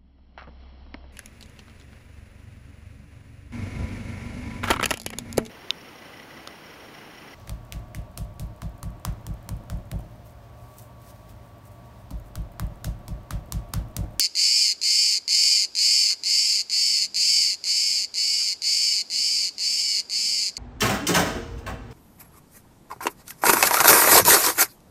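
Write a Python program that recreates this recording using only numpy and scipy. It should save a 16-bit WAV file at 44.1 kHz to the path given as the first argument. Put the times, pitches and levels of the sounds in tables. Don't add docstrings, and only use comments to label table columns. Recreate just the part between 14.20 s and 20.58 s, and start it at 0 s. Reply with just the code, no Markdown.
import sys
import numpy as np
from scipy import signal
from scipy.fft import rfft, irfft
from scipy.io import wavfile
from scipy.ndimage import map_coordinates

SR = 44100
rng = np.random.default_rng(int(sys.argv[2]) if len(sys.argv) > 2 else 0)


def transcribe(signal):
    frames = np.atleast_2d(signal).T
    limited = np.clip(frames, -1, 1)
    pcm = np.round(limited * 32767).astype(np.int16)
    wavfile.write(sys.argv[1], SR, pcm)


N = 281358
TIME = np.arange(N) / SR

# (start [s], end [s], nominal level [dB], fade at the end [dB])
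SONG_PHRASES = [(-0.31, 0.066, -19.5, -3), (0.152, 0.532, -19.5, -4.5), (0.615, 0.986, -20.0, -3.5),
                (1.078, 1.456, -18.5, -6.5), (1.551, 1.939, -19.5, -6.1), (2.035, 2.418, -21, -4),
                (2.497, 2.863, -22, -3.0), (2.944, 3.349, -20.0, -9), (3.439, 3.853, -22.5, -4.5),
                (3.94, 4.338, -23.8, -2.5), (4.419, 4.82, -22.5, -3.5), (4.9, 5.29, -23.5, -4),
                (5.381, 5.811, -24.5, -1.5), (5.897, 6.297, -24.5, -2.1), (6.367, 6.769, -22.5, -3)]
# (nominal delay [ms], relative strength [dB], ring frequency [factor], random spread of delay [ms])
LEFT_TYMBAL_RIBS = [(0, 1, 1.0037, 0.019), (1.298, -4, 1.0, 0.053), (2.1, -12, 1.4, 0.086)]
RIGHT_TYMBAL_RIBS = [(0, 0, 1.0107, 0.014), (1.198, -6, .99, 0.07), (2.001, -12, 1.407, 0.076)]


def cicada():
    twitches = np.vstack([strokes(phrase) for phrase in SONG_PHRASES])
    is_right = twitches[:, 3] > 0
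    left = tymbal(twitches[~is_right], LEFT_TYMBAL_RIBS, lag_ms=0)
    right = tymbal(twitches[is_right], RIGHT_TYMBAL_RIBS, lag_ms=0.099)
    return left + right


SLACK_PER_S, SPIN_UP_S, TIRE_PER_S2, RUN_DOWN_S = 158, .022, 18, .035
TOP_PER_S = 225.5
SLACK_DB, SWELL_S, FADE_S = -9, 0.026, 0.052
FIRST_DB, CATCH_DB, LAST_DB = 4.5, -4.5, -5.5
SLACK_RING, TAUT_RING = 0.95, 1


def strokes(phrase):
    start, end, level_db, fade_db = phrase
    length = end - start
    t = np.arange(0, length, 1 / SR)
    spin_up = 1 - np.exp(-(t / SPIN_UP_S) ** 2)
    run_down = 1 - np.exp((t - length) / RUN_DOWN_S)
    tired_top = TOP_PER_S - TIRE_PER_S2 * t
    rate = SLACK_PER_S + (tired_top - SLACK_PER_S) * spin_up * run_down

    turns = np.cumsum(rate) / SR
    number = np.arange(int(turns[-1]) + 1)
    at = np.interp(number, turns, t)

    swell_db = SLACK_DB * np.exp(-at / SWELL_S)
    end_db = fade_db * np.exp((at - length) / FADE_S)
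    db = level_db + swell_db + end_db
    db[[0, 1, -1]] += FIRST_DB, CATCH_DB, LAST_DB
    size = gain_of(db) * np.sqrt(SR / TOP_PER_S)
    tension = SLACK_RING + (TAUT_RING - SLACK_RING) * np.sin(np.pi * at / length)
    return np.column_stack([start + at, size, tension, number % 2])


def tymbal(twitches, ribs, lag_ms, drift_ms=0.039, jitter_ms=0.027, uneven_db=1.0,
           rib_uneven_db=0.8, detune=0.0068, pace_swing=0.033, size=320):
    s, strength, tension = twitches[:, :3].T
    early, force = rng.standard_normal((len(s), 2)).T
    drift = drift_ms * np.interp(s, TIME, wander(8))
    s = s + (lag_ms + jitter_ms * early + drift) / 1e3
    rib_total = np.linalg.norm(gain_of(np.transpose(ribs)[1]))
    strength = strength * gain_of(uneven_db * force) / rib_total
    axis, shape = ring_shape()
    out = np.zeros(N)
    for delay_ms, db, pitch, spread_ms in ribs:
        late, hard, sharp = rng.standard_normal((len(s), 3)).T
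        pace = 1 + pace_swing * np.interp(s, TIME, wander(12))
        snap = (s + (delay_ms * pace + spread_ms * late) / 1e3) * SR

        index = snap.astype(int)[:, None] + np.arange(size)
        ring_factor = tension * pitch * (1 + detune * sharp)
        age = (index - snap[:, None]) * ring_factor[:, None]

        rib_db = db + rib_uneven_db * (1 + delay_ms) * np.minimum(hard, 1)
        click_gain = strength * gain_of(rib_db)
        click = np.interp(age, axis, shape, left=0) * click_gain[:, None]
        inside = (index >= 0) & (index < N)
        out += np.bincount(index[inside], click[inside], N)
    return out


# (frequency [Hz], relative spectrum level [dB])
BODY_RING = [(600, -109), (1550, -81), (1800, -41.5), (2200, -16), (2530, -22.5), (2900, -16),
             (3300, -27.5), (3850, -33), (4500, -1.5), (4800, -0.9), (4980, -6.5), (5250, -1.5),
             (5700, -20.5), (7000, -13.5), (7600, -13), (8300, -22), (9800, -27.5), (11100, -46),
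             (12300, -28), (13300, -58)]


def ring_shape(abrupt=0.35, size=2048, order=8, count=60):
    hz = abs(np.fft.fftfreq(size, 1 / SR))
    log_gain = np.log(gain_of(read(BODY_RING, hz)))
    phase = -abrupt * signal.hilbert(log_gain).imag
    spectrum = np.exp(log_gain + 1j * phase)[:size // 2 + 1]
    shape = np.roll(irfft(spectrum, size * order), count * order)
    return np.arange(size * order) / order, shape / np.sqrt(np.sum(shape ** 2) / order)


# (mean delay [ms], level [dB])
REFLECTIONS = [(1.7, -20), (3.3, -10), (6.2, -7.5), (9.4, -19)]


def garden(x, sway_ms=0.087, leaves_db=-15, t60=0.15):
    out = x.copy()
    for delay_ms, db in REFLECTIONS:
        late = (delay_ms + sway_ms * wander(.8)) * SR / 1e3
        out += gain_of(db) * map_coordinates(x, [np.arange(N) - late], order=3)
    t = TIME[:SR // 2]
    decay = np.exp(-np.log(1000) * t / t60)
    build_up = 1 - np.exp(-t / 0.0042)
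    tail = rng.standard_normal(len(t)) * decay * build_up
    scattered = signal.fftconvolve(x, tail / np.linalg.norm(tail))[:N]
    return out + gain_of(leaves_db) * scattered


# (frequency [Hz], relative spectrum level [dB])
FAR_SPECTRUM = [(1500, -41), (2200, -17.5), (3000, -20), (3600, -20), (4200, -15), (4800, 1.5),
                (5300, -9.5), (6000, -19), (7100, -13), (8500, -27), (12000, -30), (14000, -45)]


def far_cicadas(level_db=-48, swell_db=1):
    return noise(FAR_SPECTRUM) * gain_of(level_db + swell_db * wander(3.4))


# (start [s], length [s], level at the top [dB])
RUSTLE_EVENTS = [(1.88, 0.077, -56.5), (3.459, 0.038, -59), (4.191, 0.048, -55.5)]


def rustles():
    swell = np.zeros(N)
    for s, length, db in RUSTLE_EVENTS:
        swell += gain_of(db) * np.sin(np.pi * np.clip((TIME - s) / length, 0, 1))
    return swell * noise([(700, -28), (1150, 4), (1700, 4), (2500, -17), (5000, -35)])


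# (frequency [Hz], relative spectrum level [dB])
TOWN_SPECTRUM = [(12, -45), (20, -25), (54, 0), (107, -2), (158, -7.5), (246, -1), (356, 1.5), (462, -1),
                 (719, -2.5), (1450, -9), (1650, -7), (2140, -20), (3630, -120)]
# (time of the top [s], half length [s], centre frequency [Hz], level before slow wander [dB])
TRAFFIC_SWELLS = [(3.05, 0.32, 173, -59.5), (4.97, 0.067, 200, -60), (5.25, 0.53, 247.7, -66),
                  (6.08, 0.29, 197.2, -62)]
TRAFFIC_DB, TRAFFIC_RISE_DB_PER_S = -76, 1.7
TOWN_DB, TOWN_RISE_DB_PER_S = -60.5, 0.34


def town(lumpy_db=2, skirt_db=-24):
    murmur = noise([(110, -24), (165, -2.0), (205, -1.5), (280, -5.5),
                    (420, -14.5), (900, -28), (2000, -47)])
    traffic = murmur * gain_of(TRAFFIC_DB + TRAFFIC_RISE_DB_PER_S * TIME)
    octaves = np.arange(-5, 6)
    for s, half, hz, db in TRAFFIC_SWELLS:
        drone = noise(np.column_stack([hz * 2. 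** octaves, skirt_db * abs(octaves)]))
        swell = np.exp(-((TIME - s) / half) ** 2)
        traffic = traffic + gain_of(db) * swell * drone
    wash = gain_of(TOWN_DB + TOWN_RISE_DB_PER_S * TIME) * noise(TOWN_SPECTRUM)
    return wash + traffic * gain_of(lumpy_db * wander(6.3))


def noise(points):
    gain = gain_of(read(points, np.fft.rfftfreq(N, 1 / SR)))
    return evened(irfft(rfft(rng.standard_normal(N)) * gain, N))


def wander(per_s):
    rates = np.geomspace(per_s / 10, per_s, 20)
    t = np.linspace(0, N / SR, 2048)
    sines = np.sin(2 * np.pi * (rates * t[:, None] + rng.random(len(rates))))
    slow = sines @ rates ** -.5
    return np.interp(TIME, t, evened(slow))


def read(points, hz):
    f, db = np.transpose(points)
    return np.interp(np.log(hz + 1), np.log(f + 1), db)


def gain_of(db):
    return 10 ** (np.asarray(db) / 20)


def evened(x):
    return x / np.sqrt(np.mean(x ** 2) + 1e-20)


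def scene():
    return (garden(cicada()) + far_cicadas() + rustles() + town())[None]


EDGE_HZ = 15400


def record(dry):
    low_pass = signal.firwin(511, EDGE_HZ, window=("kaiser", 9), fs=SR)
    return signal.oaconvolve(dry, low_pass[None], "same")


dry = scene()
out = record(dry)
transcribe(out)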